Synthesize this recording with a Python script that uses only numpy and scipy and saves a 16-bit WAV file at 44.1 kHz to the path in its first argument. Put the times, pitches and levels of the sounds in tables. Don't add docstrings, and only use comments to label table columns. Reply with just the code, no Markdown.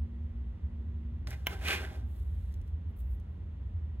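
import sys
import numpy as np
from scipy import signal
from scipy.fft import rfft, irfft
from scipy.io import wavfile
from scipy.ndimage import uniform_filter1d

SR = 44100
rng = np.random.default_rng(int(sys.argv[2]) if len(sys.argv) > 2 else 0)


def master(y):
    cut = np.clip(np.atleast_2d(y).T, -1, 1)
    pcm = np.round(cut * 32767)
    wavfile.write(sys.argv[1], SR, pcm.astype(np.int16))


N = 176400
T, FREQS = np.arange(N) / SR, np.fft.rfftfreq(N, 1 / SR)

# frequency in Hz, correlation 0-1.
AIR_CORRELATION = [(100, 1), (300, 0.85), (550, 0), (900, 0.1), (1600, .15), (2000, 1), (2700, 0.5),
                   (3500, 0.7), (4300, 0), (5200, 0.79), (10000, 1), (15000, .6)]
NEAR_CORRELATION = [(200, 1), (600, .9), (1100, 0.68), (2200, 0.9), (7500, 0.63), (10000, 0.88), (12000, 1),
                    (14500, 0.48)]


def amp(db):
    return 10 ** (np.asarray(db) / 20)


def unit_rms(x):
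    return x / np.sqrt(np.mean(x ** 2) + 1e-20)


def curve(points):
    hz, value = np.transpose(points)
    return np.interp(np.log(FREQS + 1), np.log(hz + 1), value)


def below(hz):
    return 1 / (1 + (FREQS / hz) ** 4)


def peaks_db(peaks):
    return sum(db / (1 + (2 * (FREQS - hz) / width_hz) ** 2) for hz, width_hz, db in peaks)


def colour(x, db):
    log_gain = np.log(amp(db))
    mirrored = np.r_[log_gain, log_gain[-2:0:-1]]
    phase = -signal.hilbert(mirrored).imag[:len(FREQS)]
    return irfft(rfft(x) * np.exp(log_gain + 1j * phase), N)


def stereo(two, correlation):
    a, b = rfft(two)
    alike = np.clip(curve(correlation), 0, 1)
    mid, side = np.sqrt((1 + alike) / 2) * a, np.sqrt((1 - alike) / 2) * b
    return irfft([mid + side, mid - side], N)


def noise(correlation):
    return stereo(rng.standard_normal((2, N)), correlation)


def friction(slips_per_s, spread_db, hiss):
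    sizes = amp(spread_db * np.minimum(rng.exponential(1, N), 4))
    slips = sizes * (rng.random(N) < slips_per_s / SR)
    grains = (hiss + unit_rms(slips)) * rng.standard_normal((2, N))
    return unit_rms(stereo(grains, NEAR_CORRELATION))


def stroke(full_s, rise_s, hold_s, fall_s):
    decades = np.maximum(full_s - T, 0) / rise_s + np.maximum(T - full_s - hold_s, 0) / fall_s
    return 10 ** -np.minimum(decades, 10)


def decay(start_s, t60_s):
    return (T >= start_s) * np.exp(-np.log(1000) * np.clip((T - start_s) / t60_s, 0, 10))


def room_air():
    # frequency in Hz, gain in dB.
    spectrum = [(15, -48), (32, -34.5), (45, -27.5), (95, -21.5), (120, -25.5), (145, -33.5), (175, -29),
                (230, -36.5), (300, -43), (450, -47.5), (700, -53.5), (1000, -56.5), (1500, -60.5),
                (2000, -63), (2500, -64.5), (3600, -69.5), (4500, -76.5), (6000, -80.5), (8000, -88),
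                (9600, -89.5), (11000, -91.5), (15000, -98)]
    # centre in Hz, width in Hz, lift in dB.
    resonances = [(970, 120, 2), (1930, 170, 4.5), (2860, 170, 2.5), (3380, 130, 2.5), (9650, 270, 4.5)]
    return colour(noise(AIR_CORRELATION), curve(spectrum) + peaks_db(resonances))


def machine_hum():
    # frequency in Hz, level in dB.
    partials = [(233, -52.5), (349, -69)]
    # time in seconds, gain in dB.
    fade = [(0, 2.5), (.42, -2), (.57, -11), (.72, -1.5), (.88, -3), (1.05, 2), (1.28, -6), (1.5, -29)]
    hum = sum(np.sqrt(2) * amp(db) * np.sin(2 * np.pi * hz * T) for hz, db in partials)
    return hum * amp(np.interp(T, *np.transpose(fade)))


def building_rumble():
    # frequency in Hz, relative gain in dB.
    spectrum = [(20, -70.5), (32, -51.5), (46, -19), (55, 2.5), (68, 5.5), (80, 7), (89, -4), (100, -32),
                (160, -54), (600, -150)]
    # frequency in Hz, left-right correlation 0-1.
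    correlation = [(30, .999), (200, .998)]
    # time in seconds, level in dB.
    swells = [(0.05, -31), (0.08, -45), (0.19, -36.5), (0.56, -36.5), (0.59, -58.5), (0.64, -29),
              (0.69, -44), (0.72, -36.5), (1.94, -39.5), (2.09, -32), (2.16, -43), (2.2, -33), (2.6, -36),
              (2.62, -25.5), (2.66, -46), (2.74, -32), (2.83, -44), (2.87, -32.5), (2.95, -45), (2.98, -37),
              (3.13, -31.5), (3.18, -41), (3.4, -42), (3.44, -32), (3.48, -42), (3.7, -36), (3.72, -43),
              (3.76, -32.5), (3.93, -38)]
    window_s = 0.076
    roll = colour(noise(correlation), curve(spectrum))
    power = uniform_filter1d((roll ** 2).mean(0), int(window_s * SR))
    return roll / np.sqrt(abs(power) + 1e-20) * amp(np.interp(T, *np.transpose(swells)))


def finger_brushes():
    # time of full level, rise, hold and fall in seconds, level in dB, body gain in dB.
    strokes = [(0.382, 0.028, 0.017, 0.034, -23.5, -2), (2.111, 0.085, 0.071, .25, 4, 2),
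               (2.43, 0.51, .09, .15, -8.5, 15.5), (2.668, 0.065, .03, 0.037, -7.5, 8),
               (2.897, 0.025, 0.015, .02, -1, -11.5), (2.964, 0.0085, 0.022, .2, 6, -11),
               (2.994, 0.014, 0.0091, 0.023, 10, -2), (3.113, .05, 0.033, 0.032, 6, -14.5),
               (3.303, .05, 0.048, 0.099, -13, -3.5)]
    # frequency in Hz, gain in dB.
    spectrum = [(1000, -92.5), (3500, -74), (5500, -84), (8000, -79.5), (10500, -76.5), (14500, -72),
                (16000, -76.5)]
    rub = friction(slips_per_s=2900, spread_db=-1.5, hiss=0.5)
    body = irfft(rfft(rub) * below(hz=8650), N)
    drive = sum(stroke(*timing_s) * amp(db) * (rub + (amp(body_db) - 1) * body)
                for *timing_s, db, body_db in strokes)
    return colour(drive, curve(spectrum))


def hand_thuds():
    # start in seconds, frequency in Hz, level in dB, t60 in seconds.
    thuds = [(1.269, 118.2, -34.5, 0.25), (1.469, 176, -49, 0.39), (2.027, 233, -46, 0.25)]
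    return sum(amp(db) * decay(start_s, t60_s) * np.sin(2 * np.pi * hz * (T - start_s))
               for start_s, hz, db, t60_s in thuds)


def nail_taps():
    # start in seconds, level in dB, body gain in dB.
    taps = [(1.2714, -2.5, 13.5), (1.306, 4, -31), (1.683, 11.5, 7.5), (2.523, -14.5, -11.5),
            (2.5405, -9.5, -7), (2.6145, -15, -6.5), (2.6772, -19.5, -4.5), (3.199, -18, -18)]
    # frequency in Hz, gain in dB.
    spectrum = [(150, -38), (600, -62), (1200, -40.5), (3300, -41.5), (4800, -43), (5800, -42.5),
                (7500, -49.5), (12000, -48.5), (15500, -51.5)]
    tick = noise(NEAR_CORRELATION)
    body = irfft(rfft(tick) * below(hz=4150), N)
    drive = sum(amp(db) * decay(start_s, t60_s=0.027) * (tick + (amp(body_db) - 1) * body)
                for start_s, db, body_db in taps)
    return colour(drive, curve(spectrum))


def hand_slides():
    # time of full level, rise, hold and fall in seconds, level, bass and treble in dB,
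    # rasp centre in Hz, rasp gain in dB.
    strokes = [(1.274, 0.0042, 0.0031, 0.079, -28, 21, 14.5, 2390, -20),
               (1.314, 0.017, .024, 0.027, -21, 5.5, 1, 1940, 8),
               (1.51, 0.049, 0.027, 0.056, -18.5, 14, 5, 1450, 6),
               (1.38, 0.0475, 0.03, 0.095, -39, 0.5, 7, 1594, -10),
               (1.621, .04, 0.043, 0.046, -24, 15, 6, 1610, 1),
               (1.682, 0.048, 0.056, 0.067, -2, -10.5, 1.5, 2450, 4.5),
               (1.688, 0.011, 0.041, 0.098, -16.5, 4.5, -11, 402, 23),
               (1.821, 0.097, 0.032, 0.062, -21, 10, 2, 1566, 8),
               (1.941, 0.18, 0.013, 0.11, -26.5, 15, 3, 795, -8)]
    # frequency in Hz, gain in dB.
    spectrum = [(100, -43.5), (250, -24.5), (420, -30.5), (700, -32), (1150, -31), (1600, -25.5),
                (2400, -28.5), (3200, -27), (4200, -32.5), (5700, -37.5), (8000, -42.5), (11000, -44),
                (15500, -48)]
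    # centre in Hz, width in Hz, lift in dB.
    resonances = [(380.6, 15, 8), (406, 20, 4.5), (625, 20, 8.5), (784, 110, 10.5), (1025, 35, 3.5),
                  (1518, 35, 2), (1574, 25, 7.5), (1615, 54, 3.5), (2010, 150, 4.5), (2166, 49, 4.5),
                  (2470, 50, 8.5), (2800, 50, 2.5), (2907, 33, 4), (3580, 33, 6)]
    bass, treble = below(hz=810), 1 - below(hz=4500)
    rasp_width_ratio = 0.29
    rub_bins = rfft(friction(slips_per_s=5000, spread_db=2, hiss=1))
    drive = 0
    for *timing_s, db, bass_db, treble_db, rasp_hz, rasp_db in strokes:
        rasp = amp(rasp_db) / (1 + (2 * (FREQS / rasp_hz - 1) / rasp_width_ratio) ** 2)
        tone = 1 + (amp(bass_db) - 1) * bass + (amp(treble_db) - 1) * treble + rasp
        drive += amp(db) * stroke(*timing_s) * irfft(rub_bins * tone, N)
    return colour(drive, curve(spectrum) + peaks_db(resonances))


def lamp_switch():
    # start in seconds, level in dB.
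    blows = [(1.463, -22), (1.4657, -25.5), (1.469, 0.5)]
    # frequency in Hz, level in dB, t60 in seconds.
    shell_modes = [(697, -41.5, 0.064), (994, -40.5, 0.076), (1605, -34, 0.065), (2050, -22, 0.013),
                   (2180, -31, 0.017), (2360, -39, 0.035), (3020, -24.5, .025), (3200, -33, 0.01),
                   (5860, -54, 0.0097), (11000, -37, 0.0072), (12730, -35, 0.0084), (14400, -36, 0.0124)]
    # frequency in Hz, gain in dB.
    snap_spectrum = [(200, -28.5), (700, -20), (2500, -13.5), (3400, -15.5), (4200, -31.5), (6000, -30.5),
                     (9000, -38), (12000, -33.5), (15000, -25)]
    impulses = np.zeros(N)
    for start_s, db in blows:
        impulses[round(start_s * SR)] += amp(db)
    t = T[:SR // 4]
    shell = sum((-1) ** (k // 2) * amp(db - 60 * t / t60_s) * np.sin(2 * np.pi * hz * t)
                for k, (hz, db, t60_s) in enumerate(shell_modes))
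    snap = noise(NEAR_CORRELATION) * sum(amp(db) * decay(start_s, t60_s=0.027) for start_s, db in blows)
    return signal.oaconvolve(impulses, shell)[:N] + colour(snap, curve(snap_spectrum))


def room_reverb(x):
    # frequency in Hz, t60 in seconds.
    decay_times = [(200, 0.93), (800, 1), (2000, 0.38), (5000, 0.29), (14000, 0.26)]
    hz, t, bins = signal.stft(noise(AIR_CORRELATION)[:, :SR], SR, nperseg=256)
    t60_s = np.interp(hz, FREQS, curve(decay_times))[:, None]
    tail = signal.istft(bins * amp(-60 * t / t60_s), SR, nperseg=256)[1]
    tail[:, :SR // 200] = 0
    return signal.fftconvolve(x, tail / np.linalg.norm(tail[0]), axes=1)[:, :N]


def scene():
    reverb_db = -14.5
    close = hand_slides() + finger_brushes() + nail_taps() + hand_thuds() + lamp_switch()
    return close + room_reverb(amp(reverb_db) * close) + building_rumble() + room_air() + machine_hum()


def record(dry):
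    # frequency in Hz, left level against right in dB.
    balance = [(30, -.3), (70, -.4), (160, -1.4), (350, -.6), (1400, -.8), (2700, -2.2), (5000, .2),
               (14000, -.2)]
    # frequency in Hz, left phase lag in radians.
    lag = [(20, 0), (200, 0), (600, .05), (1200, .8), (2400, 1.6), (3600, 1), (4900, 3.1), (6200, 4.6),
           (7500, 5.3), (9000, 6.28), (12200, 6.28), (15500, 8.3)]
    cutoff_hz = 15950
    left = amp(curve(balance)) * np.exp(-1j * curve(lag))
    ports = irfft([left, np.ones(len(FREQS))], N)
    port_firs = np.roll(ports, 512, 1)[:, :1025] * np.hanning(1025)
    lowpass = signal.firwin(511, cutoff_hz, window=("kaiser", 9), fs=SR)
    padded = np.pad(dry, ((0, 0), (767, 767)), "reflect", reflect_type="odd")
    heard = signal.oaconvolve(padded, port_firs, "valid", axes=1)
    return signal.oaconvolve(heard, lowpass[None], "valid", axes=1)


dry = scene()
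out = record(dry)
master(out)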